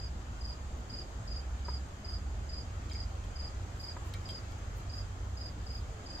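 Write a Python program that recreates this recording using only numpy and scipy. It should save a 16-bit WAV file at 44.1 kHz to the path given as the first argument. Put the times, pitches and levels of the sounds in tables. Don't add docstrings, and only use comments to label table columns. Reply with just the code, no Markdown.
import sys
import numpy as np
from scipy import signal
from scipy.fft import rfft, irfft
from scipy.io import wavfile
from scipy.ndimage import uniform_filter1d

SR = 44100
rng = np.random.default_rng(int(sys.argv[2]) if len(sys.argv) > 2 else 0)


def gain_from_db(level_db):
    decades = np.asarray(level_db, float) / 20
    return 10 ** decades


def int16_out(signal):
    q = np.round(np.clip(np.atleast_2d(signal).T, -1, 1) * 32767)
    wavfile.write(sys.argv[1], SR, q.astype(np.int16))


N = 273420


def evened(x):
    return x / np.sqrt(np.mean(x ** 2) + 1e-20)


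def read(points, hz):
    point_hz, value = np.transpose(points)
    return np.interp(np.log(hz + 1), np.log(point_hz + 1), value)


def curve(rows):
    s, *columns = np.transpose(rows)
    return [np.interp(np.arange(N) / SR, s, column) for column in columns]


def add(mix, s, sound):
    part = mix[..., round(s * SR):][..., :sound.shape[-1]]
    part += sound[..., :part.shape[-1]]


def panned(x, lean_db):
    return x * gain_from_db([[lean_db / 2], [-lean_db / 2]])


def wander(span_s):
    size = round(span_s * SR)
    once = uniform_filter1d(rng.standard_normal(N), size=size)
    return evened(uniform_filter1d(once, size=size))


def swells(rows, rest_db, rise):
    t = np.arange(N) / SR
    power = gain_from_db(rest_db) ** 2
    for s, length, db in rows:
        peak = np.interp(t, [s - rise * length, s, s + (1 - rise) * length], [0, 1, 0])
        power = power + (gain_from_db(db) * peak) ** 2
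    return np.sqrt(power)


def resonate(x, hz, width):
    turn = np.exp(2j * np.pi * np.cumsum(hz * np.ones(N)) / SR)
    r = np.exp(-np.pi * width / SR)
    return 2 * (turn * signal.lfilter([1 - r], [1, -r], x / turn)).real


def coloured(x, points):
    hz = np.fft.rfftfreq(x.shape[-1], 1 / SR)
    return irfft(rfft(x) * gain_from_db(read(points, hz)), x.shape[-1])


def struck(modes, near_hz, t, fall_db):
    ring = np.zeros(len(t))
    for hz, db, t60 in modes:
        away_db = fall_db * abs(np.log2(hz / near_hz))
        ring += gain_from_db(db - 60 * t / t60 - away_db) * np.sin(2 * np.pi * hz * t)
    return ring


def garden(x, t60, start):
    slots = np.arange(0, SR // 4, 22)
    at = slots + rng.integers(0, 22, (2, len(slots)))
    taps = np.zeros((2, SR // 4 + 22))
    np.put_along_axis(taps, at, rng.choice([-1., 1.], at.shape), 1)
    t = np.arange(taps.shape[1]) / SR
    taps *= gain_from_db(-60 * t / t60) * (t > start)
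    taps /= np.linalg.norm(taps[0])
    return signal.fftconvolve(np.atleast_2d(x), taps, axes=1)[:, :x.shape[-1]]


def wing_stroke(db, bend, wobble):
    full_stroke_s, full_db = .0205, -41.5
    u = np.linspace(0, 1, round(SR * full_stroke_s * gain_from_db(.4 * min(db - full_db, 0))))
    hz = 5000 + 8 * bend - (337 + 15 * wobble) * u ** 1.5
    turns = 2 * np.pi * np.cumsum(hz) / SR
    tone = np.sin(turns) + gain_from_db(-37.5) * np.sin(2 * turns) + gain_from_db(-37) * np.sin(3 * turns)
    return gain_from_db(db) * np.sin(np.pi * u ** 1.2) ** .45 * tone


def cricket():
    # (first stroke [s], first to third stroke [s], level [dB])
    chirps = [(-.052, .0845, -42.5), (.407, .0845, -41.5), (.8948, .0857, -40), (1.2718, .0862, -41.3),
              (1.6468, .0856, -40.6), (2.0428, .0875, -40.6), (2.4891, .0848, -40.7),
              (2.9106, .0861, -40.6), (3.3552, .0856, -40.6), (3.7958, .0846, -39.9),
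              (4.2509, .0933, -40.8), (4.8931, .0837, -42.8), (5.3679, .0834, -42.1), (5.662, .0853, -43.2),
              (6.0584, .0875, -41.9)]
    # (share of its span, level re chirp [dB])
    three_strokes = [(.01, -3.8), (.458, -.3), (1, .3)]
    # (delay [s], level [dB])
    paths = [
        [(0, 0), (.00622, -10), (.008425, -19), (.01492, -12), (.01927, -20), (.02356, -18), (.02792, -8),
         (.03138, -19)],
        [(.000527, -.3), (.005182, -8), (.01204, -13), (.027563, -4.5), (.033484, -13), (.041, -19),
         (.05023, -19)],
    ]
    lead = 2
    wings = np.zeros(N + lead * SR)
    for first_s, span, chirp_db in chirps:
        for share, step_db in three_strokes:
            stroke = wing_stroke(chirp_db + step_db, *rng.standard_normal(2))
            add(wings, first_s + share * span + lead, stroke)
    hz = np.fft.rfftfreq(len(wings), 1 / SR)
    responses = [sum(gain_from_db(db) * np.exp(-2j * np.pi * hz * s) for s, db in ear) for ear in paths]
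    heard = irfft(rfft(wings) * np.array(responses), len(wings))
    turn = 2 * np.pi * 0.347 * np.arange(len(wings)) / SR
    for k in range(3):
        heard += gain_from_db(-10.5) * garden(wings * np.cos(turn + k * np.pi / 3), t60=.25, start=.006)
    return heard[:, lead * SR:]


def air():
    # (frequency [Hz], level [dB per Hz])
    spectrum = [(25, -16.5), (39, -17), (55, -5.5), (96, -8.5), (120, -18.5), (270, -24), (420, -28),
                (780, -27), (960, -30.3), (1300, -29), (2300, -38.5), (5800, -44.5), (7140, -39.5),
                (9090, -56), (15600, -76.5)]
    # (frequency [Hz], left over right [dB])
    balance = [(60, -0.5), (130, -2), (290, -0.5), (640, -0.5), (1410, 0.5), (3100, 1.0), (6820, 3.5),
               (15000, -6.5)]
    # (time [s], level [dB])
    tyre_hiss = [(0.0, -56.5), (1.69, -56), (2.0, -56.5), (4.14, -54.5), (4.28, -54), (5.13, -56),
                 (5.35, -57), (6.2, -54.5)]
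    level_db, spacing_m = -43.5, 0.18
    frames, hz = N // 512 + 5, np.fft.rfftfreq(2048, 1 / SR)
    a, b, c, d, patches = rng.standard_normal((frames, 1025, 5)).T
    patches = uniform_filter1d(patches, size=8, axis=0)
    patches = evened(uniform_filter1d(patches, size=5, axis=1))
    s, swell_db = np.transpose(tyre_hiss)
    swell_db = np.interp((np.arange(frames) - 2) * 512 / SR, s, swell_db - swell_db.mean())
    swelling = read([(150, 0.11), (700, 0.48), (3000, 0.94), (6000, 0.69)], hz)[:, None]
    same = .985 * np.sinc(2 * hz * spacing_m / 343)[:, None]
    left = a + 1j * b
    right = same * left + np.sqrt(1 - same ** 2) * (c + 1j * d)
    z = np.array([left, right])
    z *= gain_from_db(read(spectrum, hz)[:, None] + 1.5 * patches + swelling * swell_db)
    z *= gain_from_db(read(balance, hz)[:, None] / 2 * np.array([1, -1])[:, None, None])
    return gain_from_db(level_db) * evened(signal.istft(z, nperseg=2048, noverlap=1536)[1][:, :N])


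def drones():
    # (time [s], frequency [Hz], level [dB])
    low_drone = [(0, 53.67, -50.5), (.9, 52.34, -45.5), (1.6, 51.8, -46), (1.9, 51.06, -54),
                 (2.12, 50.75, -36.5), (2.7, 49.5, -47), (3.25, 48.6, -45.5), (3.5, 48.6, -54),
                 (4.4, 47.4, -49.5), (5, 45.7, -46), (5.4, 44.8, -49.5), (6.2, 44.8, -59)]
    mid_drone = [(0, 69.95, -45), (1.1, 69, -53), (1.4, 68.33, -45), (1.9, 65, -45), (2.4, 69, -46.5),
                 (3.5, 71.5, -45), (4.1, 70.25, -47), (4.5, 67.25, -57.5), (5, 67.14, -45),
                 (5.4, 61.1, -46), (6.2, 65.9, -61)]
    high_drone = [(2.2, 84, -47), (2.399, 88.2, -49.5), (2.9, 95, -54.5), (4.3, 95.5, -49),
                  (5.6, 95.35, -50), (6.2, 94.8, -61)]
    top_drone = [(0, 118, -60), (1, 116.8, -64), (3, 117.4, -59), (5.8, 116.8, -59), (6.2, 115.5, -65)]
    waver_hz, waver_db, waver_s = .7, 2.2, .07
    out = np.zeros(N)
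    for rows in (low_drone, mid_drone, high_drone, top_drone):
        hz, db = curve(rows)
        hz = hz + waver_hz * wander(waver_s)
        db = db + waver_db * wander(waver_s)
        tone = np.sqrt(2) * np.sin(2 * np.pi * (np.cumsum(hz) / SR + rng.random()))
        band = evened(resonate(resonate(rng.standard_normal(N), hz, 7.8), hz, 8.6))
        arrived = np.clip((np.arange(N) / SR - rows[0][0]) / .2 + 1, 0, 1)
        out += arrived * gain_from_db(db) * (tone + 0.51 * band)
    return panned(out, -1.3)


def insect(hz, width, per_s, depth):
    phase = (per_s * np.arange(N) / SR + rng.random()) % 1
    strikes = rng.standard_normal((2, N)) * (1 - depth + depth * np.exp(-phase / .33))
    return evened(resonate(resonate(strikes, hz, width), hz, width))


def far_insects():
    # (peak time [s], length [s], level [dB])
    phrases = [(.65, 0.28, -78), (1.23, .2, -63), (1.83, .45, -74), (2.92, .25, -70), (3.28, .12, -75),
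               (4.06, .3, -64), (4.58, .25, -73), (4.99, .6, -68)]
    trill = gain_from_db(-72.0) * insect(hz=6460, width=150, per_s=37.8, depth=0.88)
    buzz = insect(hz=7400, width=400, per_s=80.5, depth=0.89)
    buzz *= swells(phrases, rest_db=-78, rise=0.5)
    buzz *= gain_from_db(3 * wander(.12))
    chorus = gain_from_db(-73) * insect(hz=3150, width=240, per_s=55, depth=.3)
    neighbours = gain_from_db(-74.5) * insect(hz=4830, width=170, per_s=20, depth=.3)
    return trill + buzz + chorus + neighbours


def rustle():
    # (frequency [Hz], level [dB per Hz])
    leaf = [(3000, -20), (7000, -2), (9500, 4), (13000, 7), (15600, 1)]
    # (peak time [s], length [s], level [dB])
    brushes = [(.46, .1, -78), (.78, .08, -76), (2.13, .12, -78), (2.92, .15, -78), (3.25, 0.027, -70),
               (3.81, 0.19, -69), (4.07, .08, -66), (4.14, 0.0092, -55), (4.2, 1.42, -76.5),
               (4.31, .08, -70), (4.52, .04, -68), (4.78, .11, -64.5), (4.96, .16, -72), (5.4, .5, -77),
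               (5.75, 0.22, -73)]
    size = gain_from_db(2.7 * np.minimum(rng.exponential(1, (2, N)), 5))
    size *= rng.random((2, N)) < 2000 / SR
    crackle = evened(size * rng.standard_normal((2, N)))
    hiss = 1.1 * rng.standard_normal((2, N))
    leaves = evened(coloured(crackle + hiss, leaf))
    return panned(leaves * swells(brushes, rest_db=-78.5, rise=.45), -3.8)


def snaps():
    # (time [s], peak of the ring [dB], strongest ring [Hz], crack [dB], left over right [dB])
    breaks = [(1.591, -54, 3000, -12, 1), (2.8975, -48, 4150, -13, 1), (2.911, -47, 1940, -22, 1),
              (2.915, -50, 4100, -20, 0), (2.9325, -48, 6300, -7, 1), (2.947, -46, 2150, -20, 1),
              (2.955, -49, 2150, -22, 1), (3.24, -58, 3200, -6, 1), (3.888, -49, 2160, -22, 0),
              (4.138, -43, 3800, -9, 0), (4.1425, -45, 2310, -20, 0), (4.29, -42.5, 3350, -14, 0),
              (4.294, -47, 3550, -20, 0), (4.3065, -50, 6300, -10, 0), (4.521, -55, 2300, -6, 1)]
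    # (frequency [Hz], level [dB], 60 dB decay [s])
    stem = [(1883, -1, 0.077), (2150, 3, 0.057), (2314, 1, 0.061), (3210, 6.5, 0.068), (3530, -2, 0.028),
            (3860, 4, 0.023), (6480, 1, 0.02), (7300, 2, 0.022)]
    out, t = np.zeros((2, N)), np.arange(1500) / SR
    for s, db, near_hz, crack_db, lean_db in breaks:
        grain, noise = rng.standard_normal((2, 1500))
        fibres = (abs(grain) > 2.3) * grain / 3 * np.exp(-t / .005)
        fibres[0] = 0.54
        ring = np.convolve(fibres, struck(stem, near_hz, t, fall_db=28))[:1500]
        ring /= abs(ring).max()
        crack = coloured(noise, [(1500, -5), (4000, 19), (8000, 9.5), (15000, -39)])
        crack *= gain_from_db(crack_db - 60 * t / .018)
        add(out, s, panned(gain_from_db(db) * (ring + crack), lean_db))
    return out + gain_from_db(-7) * garden(out, t60=.15, start=.003)


def knocks():
    # (time [s], level [dB], strongest ring [Hz], left over right [dB])
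    blows = [(1.6835, -36, 1000, 1), (3.9657, -39, 1400, 0)]
    # (frequency [Hz], level [dB], 60 dB decay [s])
    siding = [(430, 0, .025), (500, 2, .027), (990, 2, .032), (1110, 1, .028), (1230, -1, .03),
              (1420, -3, .028), (1700, -3, .022), (1900, -8, .02), (2370, -8, .015)]
    out, t = np.zeros((2, N)), np.arange(3000) / SR
    for s, db, near_hz, lean_db in blows:
        body = struck(siding, near_hz, t, fall_db=4.2) * np.minimum(t / .0015, 1)
        add(out, s, panned(gain_from_db(db) * body, lean_db))
        add(out, s + 0.0031, panned(gain_from_db(db - 3) * body, lean_db))
    return out + gain_from_db(-8) * garden(out, t60=.08, start=.003)


def moan():
    # (time [s], frequency [Hz], level [dB])
    glide = [(5.58, 415, -68), (5.66, 423, -63), (5.76, 450, -68), (5.91, 470, -59), (6.02, 420, -62),
             (6.1, 402, -75)]
    hz, db = curve(glide)
    hz = hz + 5 * wander(.03)
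    db = db + 2.5 * wander(.03)
    t = np.arange(N) / SR
    sounding = (t > glide[0][0]) & (t < glide[-1][0])
    return gain_from_db(db) * np.sin(2 * np.pi * np.cumsum(hz) / SR) * sounding


def scene():
    return cricket() + air() + drones() + far_insects() + rustle() + snaps() + knocks() + moan()


def top_cut(x):
    return signal.sosfilt(signal.butter(12, 15730, fs=SR, output="sos"), x)


def record(dry):
    return top_cut(dry)


dry = scene()
out = record(dry)
int16_out(out)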